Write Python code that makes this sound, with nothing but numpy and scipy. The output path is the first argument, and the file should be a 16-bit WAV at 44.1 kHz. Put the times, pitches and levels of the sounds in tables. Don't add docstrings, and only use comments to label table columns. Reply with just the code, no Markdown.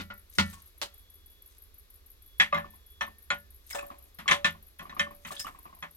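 import sys
import numpy as np
from scipy import signal
from scipy.fft import rfft, irfft
from scipy.io import wavfile
from scipy.ndimage import uniform_filter1d

SR = 44100
rng = np.random.default_rng(int(sys.argv[2]) if len(sys.argv) > 2 else 0)


def transcribe(signal):
    frames = np.atleast_2d(signal).T
    limited = np.clip(frames, -1, 1)
    pcm = np.round(limited * 32767).astype(np.int16)
    wavfile.write(sys.argv[1], SR, pcm)


N = 262836
TIME = np.arange(N) / SR
AGE = np.arange(-256, 24320) / SR

# frequency in Hz, likeness of left and right from 0 to 1,
# phase by which left leads in radians, level of left over right in dB.
MIC_PAIR = [(60, 0.94, 0.43, -3.5), (197, 0.89, 0.43, 0.1), (655, 0.5, 1.76, -1.5), (1150, 0.6, 1.95, 1.5),
            (2700, 0.8, 1.59, 1.54), (4900, 0, 2.19, -0.3), (11900, 0, 1.94, 5.5)]
CUTOFF_HZ = 16000

# frequency in Hz, relative density in dB.
RUMBLE_COLOUR = [(12, -43), (20, -2.5), (75, 0.5), (119, -25.5), (300, -23.5), (341, -22), (398, -19.5),
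                 (820, -31.5), (1180, -24.5), (1340, -30), (1450, -28), (3220, -30), (3470, -26.5),
                 (3950, -27), (9500, -39.5), (12400, -66), (20900, -120)]
# frequency in Hz, relative density in dB.
HISS_COLOUR = [(7000, -40), (9500, -6), (11000, 0), (16000, 0)]
RUMBLE_DB, HISS_DB = -58.31, -74
# centre in Hz, width in Hz, relative level in dB.
WHISTLE_TONES = [(3397, 5, 7), (3480, 14, -7), (3785, 12, -17)]
# start in seconds, length in seconds, level in dB before trim,
# release in dB per second.
WHISTLE_SWELLS = [(0.93, 0.5, -71, 84.5), (2.32, 0.1, -66, 31), (2.92, 0.077, -65.5, 152)]
WHISTLE_ATTACK_DB_PER_S, WHISTLE_REST_DB = 132, -85.5

# offset into the round in seconds, level in dB before trim,
# centre in Hz.
CHIRPS = [(0.009, -55, 11400), (0.010, -57, 12200), (0.049, -53, 11900), (0.064, -57, 11300)]
CHIRP_START_S, CHIRP_PERIOD_S = -0.0318, 0.1603

BAND_EDGES_HZ = [60, 125, 350, 850, 1500, 2800, 4500, 7500, 10800]
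THUD_HZ = 181
# start in seconds, level in dB before trim, contact pitch in Hz,
# softness in dB lost per octave above it, thud in dB before trim,
# ringing over contact noise in dB before the bands are levelled.
CLUNKS = [(0.0, -43, 1356, 4, -41.5, -0.5), (0.102, -42, 1150, 10, -56, 4),
          (0.3845, -24.5, 1204, 2.63, -27, 2), (0.8155, -44.5, 600, -2, -57.5, -8)]
SLAPS = [(0.528, -56.5, 1254, -1, -76, -34), (3.701, -47, 2784, -0.5, -84, -25),
         (3.748, -34.5, 558, 2.5, -70, -0.5), (3.784, -40, 1200, 5, -56, -31),
         (5.272, -54, 1180, 0.5, -77, -24), (5.315, -46, 600, 1, -68, -8),
         (5.394, -42.5, 1790, -0.7, -51, 0), (5.467, -38.5, 1500, 10, -77, -10)]
KNOCKS = [(2.399, -14, 2200, 9.5, -45.5, 3.5), (2.526, -19, 980, 13.5, -57, 7),
          (2.545, -24.5, 1560, 12.5, -40.5, 8), (2.575, -29.5, 1250, 11.5, -70, 4.5),
          (3.009, -27, 1310, 6.5, -55, 3), (3.303, -22.5, 1270, 7, -50.5, 5),
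          (4.187, -44, 1144, 3.5, -52.5, -4.5), (4.279, -21, 1816, 5.5, -53, 0.5),
          (4.311, -18, 1380, 4, -41.5, 1.5), (4.445, -19, 1500, 6, -40, 4), (4.793, -42.5, 1197, 5, -54, 7),
          (4.895, -44, 1260, 6.5, -54.5, 4), (4.9945, -23.5, 1504, 5, -44, 7),
          (5.249, -40.5, 1380, 5.5, -52, 0.5), (5.825, -35.5, 1334, 7.5, -56, 3.5)]
# nominal pitch in Hz, nominal relative level in dB, t60 in seconds.
WORKTOP_MODES = [(86.8, 16.5, 0.38), (167.3, -7, 0.36), (195, 2, 0.25), (217.6, -7.5, 0.27),
                 (293, -16.5, 0.25), (574, 10.5, 0.25), (805, -8.5, 0.33), (1366, -1.5, 0.29),
                 (1430, 10, 0.14), (1796, -7.5, 0.36), (1957, 2, 0.23), (2045, 4.5, 0.11),
                 (2107, 10.5, 0.073), (2246, 1, 0.23), (2610, 0, 0.16), (2970, 10, 0.08), (2940, -6, 0.23),
                 (3646, 17.5, 0.061)]
# nominal pitch in Hz, nominal relative level in dB, t60 in seconds.
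HOLLOW_MODES = [(577, 6.5, 0.49), (1740, -9, 0.3)]
# nominal pitch in Hz, nominal relative level in dB, t60 in seconds.
PAN_MODES = [(84.6, -14.5, 0.4), (164.1, -10.5, 0.28), (213.9, -15, 0.41), (576, -5.5, 0.23),
             (801, -18, 0.15), (1050, -9, 0.14), (1172, -14, .13), (1445, -10, 0.16), (1700, -5, .11),
             (1775, -1.5, .13), (1966, -3.5, .11), (2094, 0, .11), (3288, -4, .08), (3392, -3, .085),
             (3802, -5, .08), (2166, -7, .11), (2307, -5.5, 0.074), (2450, -9.5, 0.09), (2564, -1, 0.073),
             (2960, -13, 0.087), (3120, -9.5, 0.14), (4180, -11.5, 0.074), (4730, -23, 0.13),
             (5280, -21, 0.1), (5580, -8.5, 0.025), (5950, -23.5, 0.13), (6280, -18.5, 0.055),
             (7100, -15, 0.047)]
# frequency in Hz, relative density in dB.
CLUNK_COLOUR = [(60, -4.5), (200, -21), (330, -13), (500, -9.5), (800, -8.5), (1200, -11.5), (1600, -14),
                (2300, -13.5), (3300, -6), (4300, -8), (6500, -24), (10000, -46.5), (16000, -54)]
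# frequency in Hz, relative density in dB.
SLAP_COLOUR = [(150, -20), (400, -2.5), (650, 11), (1200, 0), (2500, -15), (4300, -17.5), (5400, -11),
               (8000, 4.5), (11000, -7.5), (16000, -4.5)]
# frequency in Hz, relative density in dB.
KNOCK_COLOUR = [(71, -38.5), (120, -18.5), (177, -2), (493, -14), (569, -14.5), (643, -3.5), (1030, -8),
                (1620, -8.5), (1790, 0.5), (3050, -6.5), (3380, -4.5), (4980, -25.5), (7050, -29.5),
                (11800, -38.5), (16000, -89.5)]

# start in seconds, length in seconds, level in dB before trim, release in dB per second.
RUSTLES = [(0.36, 0.13, -50.5, 95), (1.51, 0.061, -64.5, 393), (3.70, 0.1, -52.5, 525),
           (4.08, 0.011, -63.5, 498), (5.28, 0.14, -50.5, 190)]
# frequency in Hz, relative density in dB.
RUSTLE_COLOUR = [(300, -18), (1200, -10), (3000, -6.5), (4500, -2), (8000, -3), (11000, -2), (16000, -16)]
RUSTLE_ATTACK_DB_PER_S = 312
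POURING_FROM_S = 3.0

# start in seconds,
# tip level in dB before trim, dB lost in falling back (negative: the return is louder).
ROCKS = [(0.532, -51, 5.5), (2.644, -37, 24), (2.736, -50.5, 22), (3.077, -39, 34), (3.828, -35, 24),
         (3.902, -35, 13.5), (4.258, -35, -11), (4.548, -46.5, 20), (4.814, -37.5, 1), (4.926, -38.5, -6),
         (5.068, -35.5, 5), (5.306, -32.5, 32), (5.446, -33, 7.5), (5.547, -44, 5), (5.654, -38.5, 11),
         (5.727, -44, 7.5)]
# frequency in Hz, relative density in dB.
ROCK_COLOUR = [(100, -5), (180, -3.5), (340, -3.5), (480, -14), (750, -1), (1100, -12.5), (1550, -12),
               (2400, -11.5), (4000, -22.5), (9000, -43), (16000, -60)]
FALL_BACK_S = 0.04
ROCK_HZ, ROCK_AT_DB, ROCK_HZ_PER_DB = 1104, -39, 6.5

# start in seconds, pitch in Hz, early level in dB, t60 in seconds.
AFTER_RINGS = [(0.535, 1102, -58, 0.27), (2.575, 1775, -51, 0.46), (3.009, 1800, -56, 0.62),
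               (3.303, 1743, -50.5, 0.43), (4.311, 574, -36, 0.45), (4.995, 577, -49.5, 0.71),
               (4.995, 1792, -32.5, 0.19)]
# start in seconds, early level in dB, starting pitch in Hz,
# rise in octaves per second.
POPS = [(3.71, -45.5, 2036, 24), (3.728, -44.5, 5160, 6.5), (3.732, -47, 1400, 57), (3.788, -43, 2516, 9.2),
        (5.364, -45.5, 3080, 71), (5.394, -39, 4960, 21), (5.457, -52.5, 2860, 13),
        (5.467, -42.5, 1230, 16)]


def from_db(db):
    return 10 ** (np.asarray(db) / 20)


def rms_one(x):
    return x / np.sqrt(np.mean(x ** 2) + 1e-20)


def at_hz(points, hz, axis=1):
    points = np.array(points, float)
    return np.interp(np.log(np.maximum(hz, 1)), np.log(points[:, 0]), points[:, axis])


def fade(t60, rise):
    age = np.maximum(AGE, 0)
    return (1 - np.exp(-age / rise)) * from_db(-60 * age / t60)


def swells(rows, attack_db_per_s):
    gain = 0
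    for start_s, length_s, db, release_db_per_s in rows:
        before = np.maximum(start_s - TIME, 0)
        after = np.maximum(TIME - start_s - length_s, 0)
        gain = gain + from_db(db - attack_db_per_s * before - release_db_per_s * after)
    return gain


def add(out, s, sound):
    start = round((s + AGE[0]) * SR)
    first, last = max(start, 0), min(start + len(AGE), N)
    if last > first:
        out[:, first:last] += sound[:, first - start:last - start]


def noise(gain_at, size):
    hz = np.fft.rfftfreq(size, 1 / SR)
    right, other = rfft(rng.standard_normal((2, size)))
    alike = np.clip(at_hz(MIC_PAIR, hz, axis=1), 0, 1)
    shared = alike * right * np.exp(1j * at_hz(MIC_PAIR, hz, axis=2))
    left = shared + np.sqrt(1 - alike ** 2) * other
    lean = from_db(at_hz(MIC_PAIR, hz, axis=3) / 2)
    return rms_one(irfft(np.array([left * lean, right / lean]) * gain_at(hz), size))


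def coloured(spectrum, size):
    return noise(lambda hz: from_db(at_hz(spectrum, hz)), size)


def resonant(centre_hz, width_hz, size):
    return noise(lambda hz: 1 / (1 + np.abs(2 * (hz - centre_hz) / width_hz) ** 3), size)


def grains(grain_db, size):
    wander = rms_one(uniform_filter1d(rng.standard_normal(size), size=90))
    return rms_one(from_db(grain_db * wander))


def ring(modes, spread_db, detune):
    out = np.zeros((2, len(AGE)))
    for hz, db, t60 in modes:
        strength, turn, skew, shift = rng.standard_normal(4)
        lead = at_hz(MIC_PAIR, hz, axis=2) + skew * (1 - at_hz(MIC_PAIR, hz, axis=1))
        lean = from_db(at_hz(MIC_PAIR, hz, axis=3) / 2)
        phase = 2 * np.pi * (hz * (1 + detune * shift) * AGE + turn)
        wave = np.sin(phase + np.array([[lead], [0]])) * [[lean], [1 / lean]]
        out += from_db(db + spread_db * strength) * wave * fade(t60, 2 / hz)
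    return rms_one(out)


def cabin(sound, t60, crack_db, tail_db, rise_s=0.01):
    reflections = fade(t60, rise_s)
    crack = from_db(crack_db) * fade(0.0079, 0.00027)
    tail = from_db(tail_db) * fade(0.86, 0.0088)
    return rms_one(sound * (reflections + crack + tail))


def contact_db(hz, db, pitch_hz, softness, thud_db, rise_db_per_octave, top_hz, thud_db_per_octave):
    octaves = np.log2(hz / pitch_hz)
    slope_db = rise_db_per_octave * np.minimum(octaves, 0) - softness * np.maximum(octaves, 0)
    hump = from_db(db + slope_db) / np.hypot(1, (hz / top_hz) ** 2)
    thud = from_db(thud_db - thud_db_per_octave * np.abs(np.log2(hz / THUD_HZ)))
    return 20 * np.log10(np.hypot(hump, thud))


def voice(blow, band_db):
    hz, tilt = np.fft.rfftfreq(len(AGE), 1 / SR), []
    for low, high, db in zip(BAND_EDGES_HZ, BAND_EDGES_HZ[1:], band_db):
        window_s = 0.08 if low < 350 else 0.03
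        in_band = (hz >= low) & (hz < high)
        early = np.abs(rfft(blow * (AGE < window_s))[:, in_band]) ** 2
        early_db = 10 * np.log10(early.sum() / (len(AGE) * window_s * SR))
        tilt.append((np.sqrt(low * high), db - early_db))
    closing = np.clip((AGE[-1] - AGE) / 0.15, 0, 1) ** 2
    return irfft(rfft(blow) * from_db(at_hz(tilt, hz))) * closing


def blows(table, colour, modes, trim_db, t60, crack_db, tail_db, spread_db, detune, grain_db, **touch):
    out = np.zeros((2, N))
    centres_hz = np.sqrt(np.multiply(BAND_EDGES_HZ[:-1], BAND_EDGES_HZ[1:]))
    for s, db, pitch_hz, softness, thud_db, ring_db in table:
        band_db = contact_db(centres_hz, db, pitch_hz, softness, thud_db, **touch)
        grainy = coloured(colour, len(AGE)) * grains(grain_db, len(AGE))
        contact = cabin(grainy, t60, crack_db, tail_db)
        ringing = from_db(ring_db) * ring(modes, spread_db, detune)
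        add(out, s, voice(contact + ringing, band_db + trim_db))
    return out


def whistle_tone(hz, width_hz):
    phase = np.angle(signal.hilbert(resonant(hz, width_hz, N)[0]))
    return np.cos(phase + np.array([[at_hz(MIC_PAIR, hz, axis=2)], [0]]))


def background(swell_trim_db=-2):
    tones = sum(from_db(db) * whistle_tone(hz, width_hz) for hz, width_hz, db in WHISTLE_TONES)
    rumble = from_db(RUMBLE_DB) * coloured(RUMBLE_COLOUR, N)
    hiss = from_db(HISS_DB) * coloured(HISS_COLOUR, N)
    swelling = from_db(swell_trim_db) * swells(WHISTLE_SWELLS, WHISTLE_ATTACK_DB_PER_S)
    return rumble + hiss + (from_db(WHISTLE_REST_DB) + swelling) * rms_one(tones)


def chirping(trim_db=-1, width_hz=900, burst_s=0.0043, echo_db=-7):
    out = np.zeros((2, N))
    burst = np.interp(AGE, [0, 0.001, burst_s, burst_s + 0.0075], [0, 1, 1, 0])
    shape = burst + from_db(echo_db) * fade(0.41, 0.0006)
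    for offset_s, db, hz in CHIRPS:
        envelope = np.zeros((2, N))
        for s in np.arange(CHIRP_START_S, N / SR, CHIRP_PERIOD_S):
            add(envelope, s + offset_s, np.array([shape, shape]))
        out += from_db(db + trim_db) * envelope * resonant(hz, width_hz, N)
    return out


def clunks():
    return blows(CLUNKS, CLUNK_COLOUR, WORKTOP_MODES, trim_db=2.0, t60=0.1, crack_db=-1.5, tail_db=-39.5,
                 spread_db=1, detune=0.0015, grain_db=1.5,
                 rise_db_per_octave=17, top_hz=5960, thud_db_per_octave=11.5)


def rustling(trim_db=-3, clicks_per_s=420, size_db=5, smear_db=-3):
    happens = rng.random(N) < clicks_per_s / SR
    size = from_db(size_db * np.minimum(rng.exponential(1, N), 3))
    clicks = happens * size * rng.choice([-1, 1], N)
    contact = coloured(RUSTLE_COLOUR, len(AGE))
    smear = from_db(smear_db) * rms_one(contact * fade(0.082, 0.0018))
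    crackle = rms_one(contact * fade(0.019, 0.00025)) + smear
    crackles = signal.fftconvolve(clicks[None], crackle[:, AGE >= 0], axes=1)[:, :N]
    return from_db(trim_db) * swells(RUSTLES, RUSTLE_ATTACK_DB_PER_S) * rms_one(crackles)


def slaps():
    return blows(SLAPS, SLAP_COLOUR, HOLLOW_MODES, trim_db=-3.0, t60=0.077, crack_db=-5.5, tail_db=-34.0,
                 spread_db=5.0, detune=0.0079, grain_db=-2.5,
                 rise_db_per_octave=15.5, top_hz=15200, thud_db_per_octave=11)


def rocking(trim_db=-9.0, tock_db=6, scatter_db=2, thud_db=2.0, width_hz=240):
    out = np.zeros((2, N))
    for start, tip_db, loss_db in ROCKS:
        for s, peak_db in (start, tip_db), (start + FALL_BACK_S, tip_db - loss_db):
            hz = ROCK_HZ + ROCK_HZ_PER_DB * (peak_db - ROCK_AT_DB)
            tock = ring([(hz, 0, 0.028)], spread_db=0, detune=0.012)
            scatter = cabin(resonant(hz, width_hz, len(AGE)), t60=0.092, crack_db=-6, tail_db=-29,
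                            rise_s=0.0066)
            thud = cabin(coloured(ROCK_COLOUR, len(AGE)), t60=0.1, crack_db=-9, tail_db=-25)
            mixed = from_db(tock_db) * tock + from_db(scatter_db) * scatter + from_db(thud_db) * thud
            add(out, s, from_db(peak_db + trim_db) * mixed / np.std(mixed[:, AGE < 0.02]))
    return out


def after_rings():
    out = np.zeros((2, N))
    for s, hz, db, t60 in AFTER_RINGS:
        closing = np.clip(1 - AGE / AGE[-1], 0, 1) ** 0.5
        tone = ring([(hz, 0, t60)], spread_db=0, detune=0) * closing
        add(out, s, from_db(db) * tone / np.std(tone[:, AGE < 0.05]))
    return out


def knocks():
    return blows(KNOCKS, KNOCK_COLOUR, PAN_MODES, trim_db=-1.72, t60=0.13, crack_db=-6.0, tail_db=-49.5,
                 spread_db=5.5, detune=0.0033, grain_db=-0.1,
                 rise_db_per_octave=14.5, top_hz=4900, thud_db_per_octave=9.5)


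def rising_note(hz, octaves_per_s, rise_until_s):
    age = np.clip(AGE, 0, rise_until_s)
    return np.sin(2 * np.pi * np.cumsum(hz * 2 ** (octaves_per_s * age)) / SR)


def squelch(per_s=160, trim_db=-9, spread_db=3, low_hz=1100, high_hz=5000, octaves_per_s=8, t60=0.02, wet_db=3):
    out = np.zeros((2, N))
    effort = swells(RUSTLES, RUSTLE_ATTACK_DB_PER_S) * (TIME > POURING_FROM_S)
    chance = per_s / SR * (effort / effort.max()) ** 2
    for at in np.flatnonzero(rng.random(N) < chance):
        hz = low_hz * (high_hz / low_hz) ** rng.random()
        note = rising_note(hz, octaves_per_s, 0.03) * fade(t60, 0.000384)
        walls = cabin(resonant(hz, hz / 2, len(AGE)), t60=0.03, crack_db=5, tail_db=-45, rise_s=0.0017)
        mixed = rms_one(note) + from_db(wet_db) * walls
        level = effort[at] * from_db(trim_db + spread_db * rng.standard_normal())
        add(out, at / SR, level * mixed / np.std(mixed[:, AGE < 0.01]))
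    return out


def pops(note_t60_s=0.022, wet_db=28.5, walls_t60_s=0.11):
    out = np.zeros((2, N))
    for s, db, hz, octaves_per_s in POPS:
        note = rising_note(hz, octaves_per_s, 0.05) * fade(note_t60_s, 0.00074)
        walls = cabin(coloured(SLAP_COLOUR, len(AGE)), t60=walls_t60_s, crack_db=10, tail_db=-51)
        scattered = signal.fftconvolve(note[None], walls[:, AGE >= 0], axes=1)[:, :len(AGE)]
        mixed = rms_one(note) + from_db(wet_db) * rms_one(scattered)
        add(out, s, from_db(db) * mixed / np.std(mixed[:, AGE < 0.025]))
    return out


def scene():
    place = background() + chirping()
    handling = clunks() + knocks() + rocking() + after_rings()
    rustles_and_meat = rustling() + slaps() + squelch() + pops()
    return place + handling + rustles_and_meat


def record(dry):
    low_pass = signal.ellip(10, 0.1, 70, CUTOFF_HZ, fs=SR, output="sos")
    return signal.sosfilt(low_pass, dry)


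dry = scene()
out = record(dry)
transcribe(out)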